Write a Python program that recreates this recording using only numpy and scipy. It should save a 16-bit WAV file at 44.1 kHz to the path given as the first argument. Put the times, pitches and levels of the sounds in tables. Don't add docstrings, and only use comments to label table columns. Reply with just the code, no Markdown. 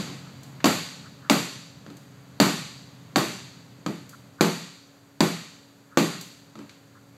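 import sys
import numpy as np
from scipy import signal
from scipy.fft import rfft, irfft
from scipy.io import wavfile
from scipy.ndimage import uniform_filter1d

SR = 44100
rng = np.random.default_rng(int(sys.argv[2]) if len(sys.argv) > 2 else 0)


def transcribe(signal):
    frames = np.atleast_2d(signal).T
    limited = np.clip(frames, -1, 1)
    pcm = np.round(limited * 32767).astype(np.int16)
    wavfile.write(sys.argv[1], SR, pcm)


N = 316178
EDGE_HZ = 15800


def amp(db):
    return 10 ** (np.asarray(db) / 20)


def read(points, hz):
    f, value = np.transpose(points)
    return np.interp(np.log(hz + 1), np.log(f), value)


def add(mix, start_s, sound):
    at = round(start_s * SR)
    sound = sound[max(-at, 0):]
    part = mix[max(at, 0):][:len(sound)]
    part += sound[:len(part)]


def colour(x, curve, size=4096):
    log_gain = np.log(amp(read(curve, abs(np.fft.fftfreq(size, 1 / SR)))))
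    taps = np.fft.ifft(np.exp(np.conj(signal.hilbert(log_gain)))).real
    return signal.fftconvolve(x, taps[:size // 2])[:len(x)]


def white(count):
    return rng.standard_normal(count) * np.sqrt(SR / 2)


def wander(count, window):
    return uniform_filter1d(rng.standard_normal(count), window) * np.sqrt(window)


def band(count, hz, octaves):
    offset = np.log2((np.fft.rfftfreq(count, 1 / SR) + 1) / hz) / octaves
    x = irfft(rfft(white(count)) * np.exp(-offset ** 2), count)
    return x / x.std()


def ringing(t, t60s, size=256):
    hz, frame_s, spectra = signal.stft(white(len(t)), SR, nperseg=size)
    decay = np.exp(-np.log(1000) * frame_s / read(t60s, hz)[:, None])
    return signal.istft(spectra * decay, SR, nperseg=size)[1][:len(t)]


def crack(t, pop_hz, pop_db, snap=0.018, settle_s=0.0027, pop_s=0.0042, pop_rise_s=0.00054):
    # f/Hz, density/dB
    spectrum = [(50, -71), (150, -54), (300, -40), (600, -36.5), (1200, -38.5), (2000, -43.5),
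                (4000, -44.5), (8000, -52), (15000, -81)]
    contact = white(len(t)) * np.exp(-t / settle_s)
    contact[0] -= snap * SR / np.sqrt(2)
    pop_envelope = amp(pop_db) * (1 - np.exp(-t / pop_rise_s)) * np.exp(-t / pop_s)
    return colour(contact, spectrum) - pop_envelope * np.sin(2 * np.pi * pop_hz * t)


def knock(t, hz, spot, flex_db=-10, peak_s=0.0027, dip_hz=40, dip_db=-40, dip_s=0.012):
    flex = amp(flex_db) * t / peak_s * np.exp(1 - t / peak_s) * np.sin(2 * np.pi * hz * t)
    dip = amp(dip_db) * np.exp(-t / dip_s) * np.sin(2 * np.pi * dip_hz * t)
    return amp(-3 + 10.5 * spot) * (flex + dip)


def boom(t, spot, rise_s=0.0088, leak_hz=110, scatter_cycles=0.15):
    # f/Hz, level/dB, t60/s, gain per unit spot/dB
    deck = [(123, -32, 0.42, -10), (140.5, -26.5, 0.29, -3), (167.8, -20, 0.46, 6.5), (180, -26, 0.4, 14),
            (213.5, -11.5, 0.25, -0.5), (266, -21.5, 0.063, 16), (272.5, -11.5, 0.14, -3),
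            (286.7, -10.5, 0.24, -3.5), (315, -48, 0.2, 33), (333.2, -20.5, 0.28, -5.5),
            (373.6, -29, 0.26, 23), (394, -39.5, 0.79, -1), (440, -32, 0.34, 5), (478, -33, 0.36, 19),
            (605, -25, 0.39, 2.5), (684, -31, 0.41, 7), (819, -32.5, .35, 12), (870, -35.5, 0.53, 6),
            (1177, -39.5, 0.46, -1.5), (1368, -37.5, 0.58, 2), (1550, -49, 0.25, -4), (1820, -43, 0.35, 2),
            (2400, -22.5, 0.12, 3)]
    hz, db, t60_s, rear_db = np.transpose(deck)[:, :, None]
    waves = np.sin(2 * np.pi * (hz * t + scatter_cycles * rng.standard_normal(hz.shape)))
    modes = amp(db + spot * rear_db) * np.exp(-np.log(1000) * t / t60_s) * waves
    leak = signal.butter(2, leak_hz, "high", fs=SR, output="sos")
    return signal.sosfilt(leak, modes.sum(0) * (1 - np.exp(-t / rise_s)))


def clang(t, rattle_db=1.0):
    # f/Hz, density/dB
    spectrum = [(40, -109), (100, -55), (180, -40.5), (330, -39.5), (450, -44), (700, -47), (1200, -47),
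                (2000, -56), (3500, -58.5), (7000, -59.5), (15000, -60.5)]
    # f/Hz, t60/s
    t60s = [(150, 0.31), (600, 0.36), (2000, 0.25), (10000, 0.12)]
    rattle = amp(rattle_db * wander(len(t), window=180))
    return colour(ringing(t, t60s) * rattle, spectrum)


def garage(t, first_echo_s=0.0038, build_s=0.0075):
    # f/Hz, density/dB
    spectrum = [(45, -84.5), (90, -70), (160, -42.5), (280, -50), (450, -62), (1000, -56.5), (2500, -57),
                (4500, -63), (7000, -64), (15000, -63.5)]
    # f/Hz, t60/s
    t60s = [(150, 0.69), (500, 0.63), (2000, 0.72), (4500, 0.97), (7000, 0.85), (12000, 0.6), (16000, 0.19)]
    build = 1 - np.exp(-np.maximum(t - first_echo_s, 0) / build_s)
    return colour(ringing(t, t60s) * build, spectrum)


def fine_resonances(low_hz=900, count=400, depth_db=3.3):
    db = rng.uniform(-depth_db, depth_db, count)
    db[0] = 0
    return np.column_stack([np.linspace(low_hz, EDGE_HZ, count), db])


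def blow(metal, force_db, hardness_db, crack_db, pop_hz, pop_db, knock_hz, spot):
    t = np.arange(SR) / SR
    contact = amp(crack_db) * crack(t, pop_hz, pop_db) + knock(t, knock_hz, spot)
    ring = boom(t, spot) + colour(clang(t) + garage(t), metal)
    mid_db = force_db + 0.83 * hardness_db
    treble_db = force_db + hardness_db
    top_db = 1.15 * treble_db
    drive = [(330, force_db), (560, mid_db), (1400, mid_db), (2800, treble_db), (12000, top_db)]
    return colour(contact + ring, drive)


def footfalls(crack_drop_db_per_db=0.41, second_crack_db=-6.5):
    # t/s, force/dB, hardness/dB, pop/Hz, pop/dB, knock/Hz, spot (-1 front, 1 rear),
    # second contact's lag/s, its force re the first/dB
    stomps = [ (-0.15, 3, -5, 800, -6, 280, 0.44, .02, -4), (0.643, -2, 0.5, 696, -3, 303, 0.11, 0.014, 1),
              (1.298, 1, 0.5, 2290, -11, 276, -0.53, 0.012, -15.5),
              (2.401, 4, -1.5, 1253, -8, 253, -0.65, 0.044, -11),
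              (3.159, -0.5, -1.5, 735, -1, 290, -0.63, .023, -4.5),
              (3.863, -8, -8.5, 1250, -5, 306, 0.34, 0.015, -18),
              (4.409, 1.5, -2.5, 2320, -12, 321, 0.75, .030, -16.5),
              (5.206, -.5, -2, 1010, -3.5, 282, 0.69, 0.026, -12),
              (5.973, 2.5, -4, 549, -2, 246, 0.21, .012, -12)]
    # t/s, force/dB
    steps = [(0.010, -22.5), (0.074, -24), (0.100, -23), (1.864, -26), (1.902, -26.5), (6.555, -24.5),
             (6.590, -23.5), (6.606, -35)]
    out, metal = np.zeros(N), fine_resonances()
    for start_s, force_db, hardness_db, *landing, lag_s, second_db in stomps:
        crack_db = 0.5 - crack_drop_db_per_db * force_db
        edge = blow(metal, force_db, hardness_db, crack_db, *landing)
        rest = blow(metal, force_db + second_db, hardness_db, crack_db + second_crack_db, *landing)
        add(out, start_s, edge)
        add(out, start_s + lag_s, rest)
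    for start_s, force_db in steps:
        step = blow(metal, force_db, hardness_db=-7, crack_db=-0.5,
                    pop_hz=1330, pop_db=-5.5, knock_hz=278, spot=0.22)
        add(out, start_s, step)
    return out


def engine(start_hz=45.1, sag_hz_per_s=0.89, waver=0.008):
    # t/s, level/dB
    loudness = [(0, -39.5), (1.6, -47.5), (3.1, -45.5), (4.3, -49), (4.8, -57.5), (7.17, -54)]
    # multiple of firing rate, level re engine/dB
    orders = [(2, -52), (3, 0.5), (4, -7), (5, -18), (6, -11)]
    # f/Hz, density re engine/dB
    rumble = [(30, -73), (70, -36), (110, -21), (160, -20), (240, -27.5), (350, -37), (1000, -40.5),
              (3500, -48), (9000, -57)]
    t = np.arange(N) / SR
    firing_hz = (start_hz - sag_hz_per_s * t) * (1 + waver * wander(N, window=6000))
    cycles = np.cumsum(firing_hz) / SR
    tones = sum(amp(db) * np.sin(2 * np.pi * (k * cycles + rng.random())) for k, db in orders)
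    envelope = amp(np.interp(t, *np.transpose(loudness)))
    return envelope * (tones + colour(white(N), rumble))


def room_tone():
    # f/Hz, rms level/dB
    tones = [(118.4, -90), (279.9, -54), (419.9, -65.5), (489.9, -72.5), (559.9, -65.5)]
    # f/Hz, density/dB
    air = [(25, -115), (55, -100), (100, -82), (170, -81.5), (300, -85.5), (550, -84.5), (800, -89),
           (1400, -89), (3000, -99), (7000, -100), (15000, -99)]
    t = np.arange(N) / SR
    hum = sum(amp(db) * np.sqrt(2) * np.sin(2 * np.pi * (hz * t + rng.random())) for hz, db in tones)
    return hum + colour(white(N), air)


def rubs(squeak_hz=1340, slip_db=2.2):
    # t/s, length/s, level/dB
    strokes = [(0.242, 0.074, -48), (1.031, 0.065, -46), (1.203, 0.11, -47), (4.124, 0.034, -45),
               (4.381, 0.036, -44), (5.904, 0.078, -48.5), (6.941, 0.051, -49)]
    t, out = np.arange(SR // 2) / SR, np.zeros(N)
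    for start_s, length_s, db in strokes:
        swell = np.sin(np.pi * np.minimum(t / length_s, 1))
        gain = amp(db + slip_db * wander(len(t), window=300))
        add(out, start_s, gain * swell * band(len(t), squeak_hz, octaves=0.4))
    return out


def ticks(rise_s=0.0013, decay_s=0.0026, tail_s=0.09, tail_db=-17):
    # t/s, level/dB, centre/Hz
    events = [(0.432, -31.5, 7770), (0.603, -29, 1090), (1.968, -35, 9000), (4.093, -29, 9000),
              (6.2106, -23, 7460), (6.6934, -32.5, 2400)]
    t, out = np.arange(SR // 2) / SR, np.zeros(N)
    tail = amp(tail_db) * np.exp(-t / tail_s)
    envelope = (np.exp(-t / decay_s) + tail) * (1 - np.exp(-t / rise_s))
    for start_s, db, hz in events:
        add(out, start_s, amp(db) * envelope * band(len(t), hz, octaves=1.74))
    return out


def scene():
    return (footfalls() + ticks() + rubs() + engine() + room_tone())[None]


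def record(dry, ceiling=0.69):
    # f/Hz, gain/dB
    port = [(3300, -5.5), (4200, -2.5), (4750, 0.5), (5120, -11.5), (5900, -6), (6900, -2), (8000, -6.5),
            (9700, -16), (11800, -8), (13500, -13), (15300, -18)]
    x = colour(dry[0], port)
    x = x / (1 + (x / ceiling) ** 4) ** (1 / 4)
    low_pass = signal.firwin(255, EDGE_HZ, window=("kaiser", 9), fs=SR)
    return signal.fftconvolve(x, low_pass, "same")[None]


dry = scene()
out = record(dry)
transcribe(out)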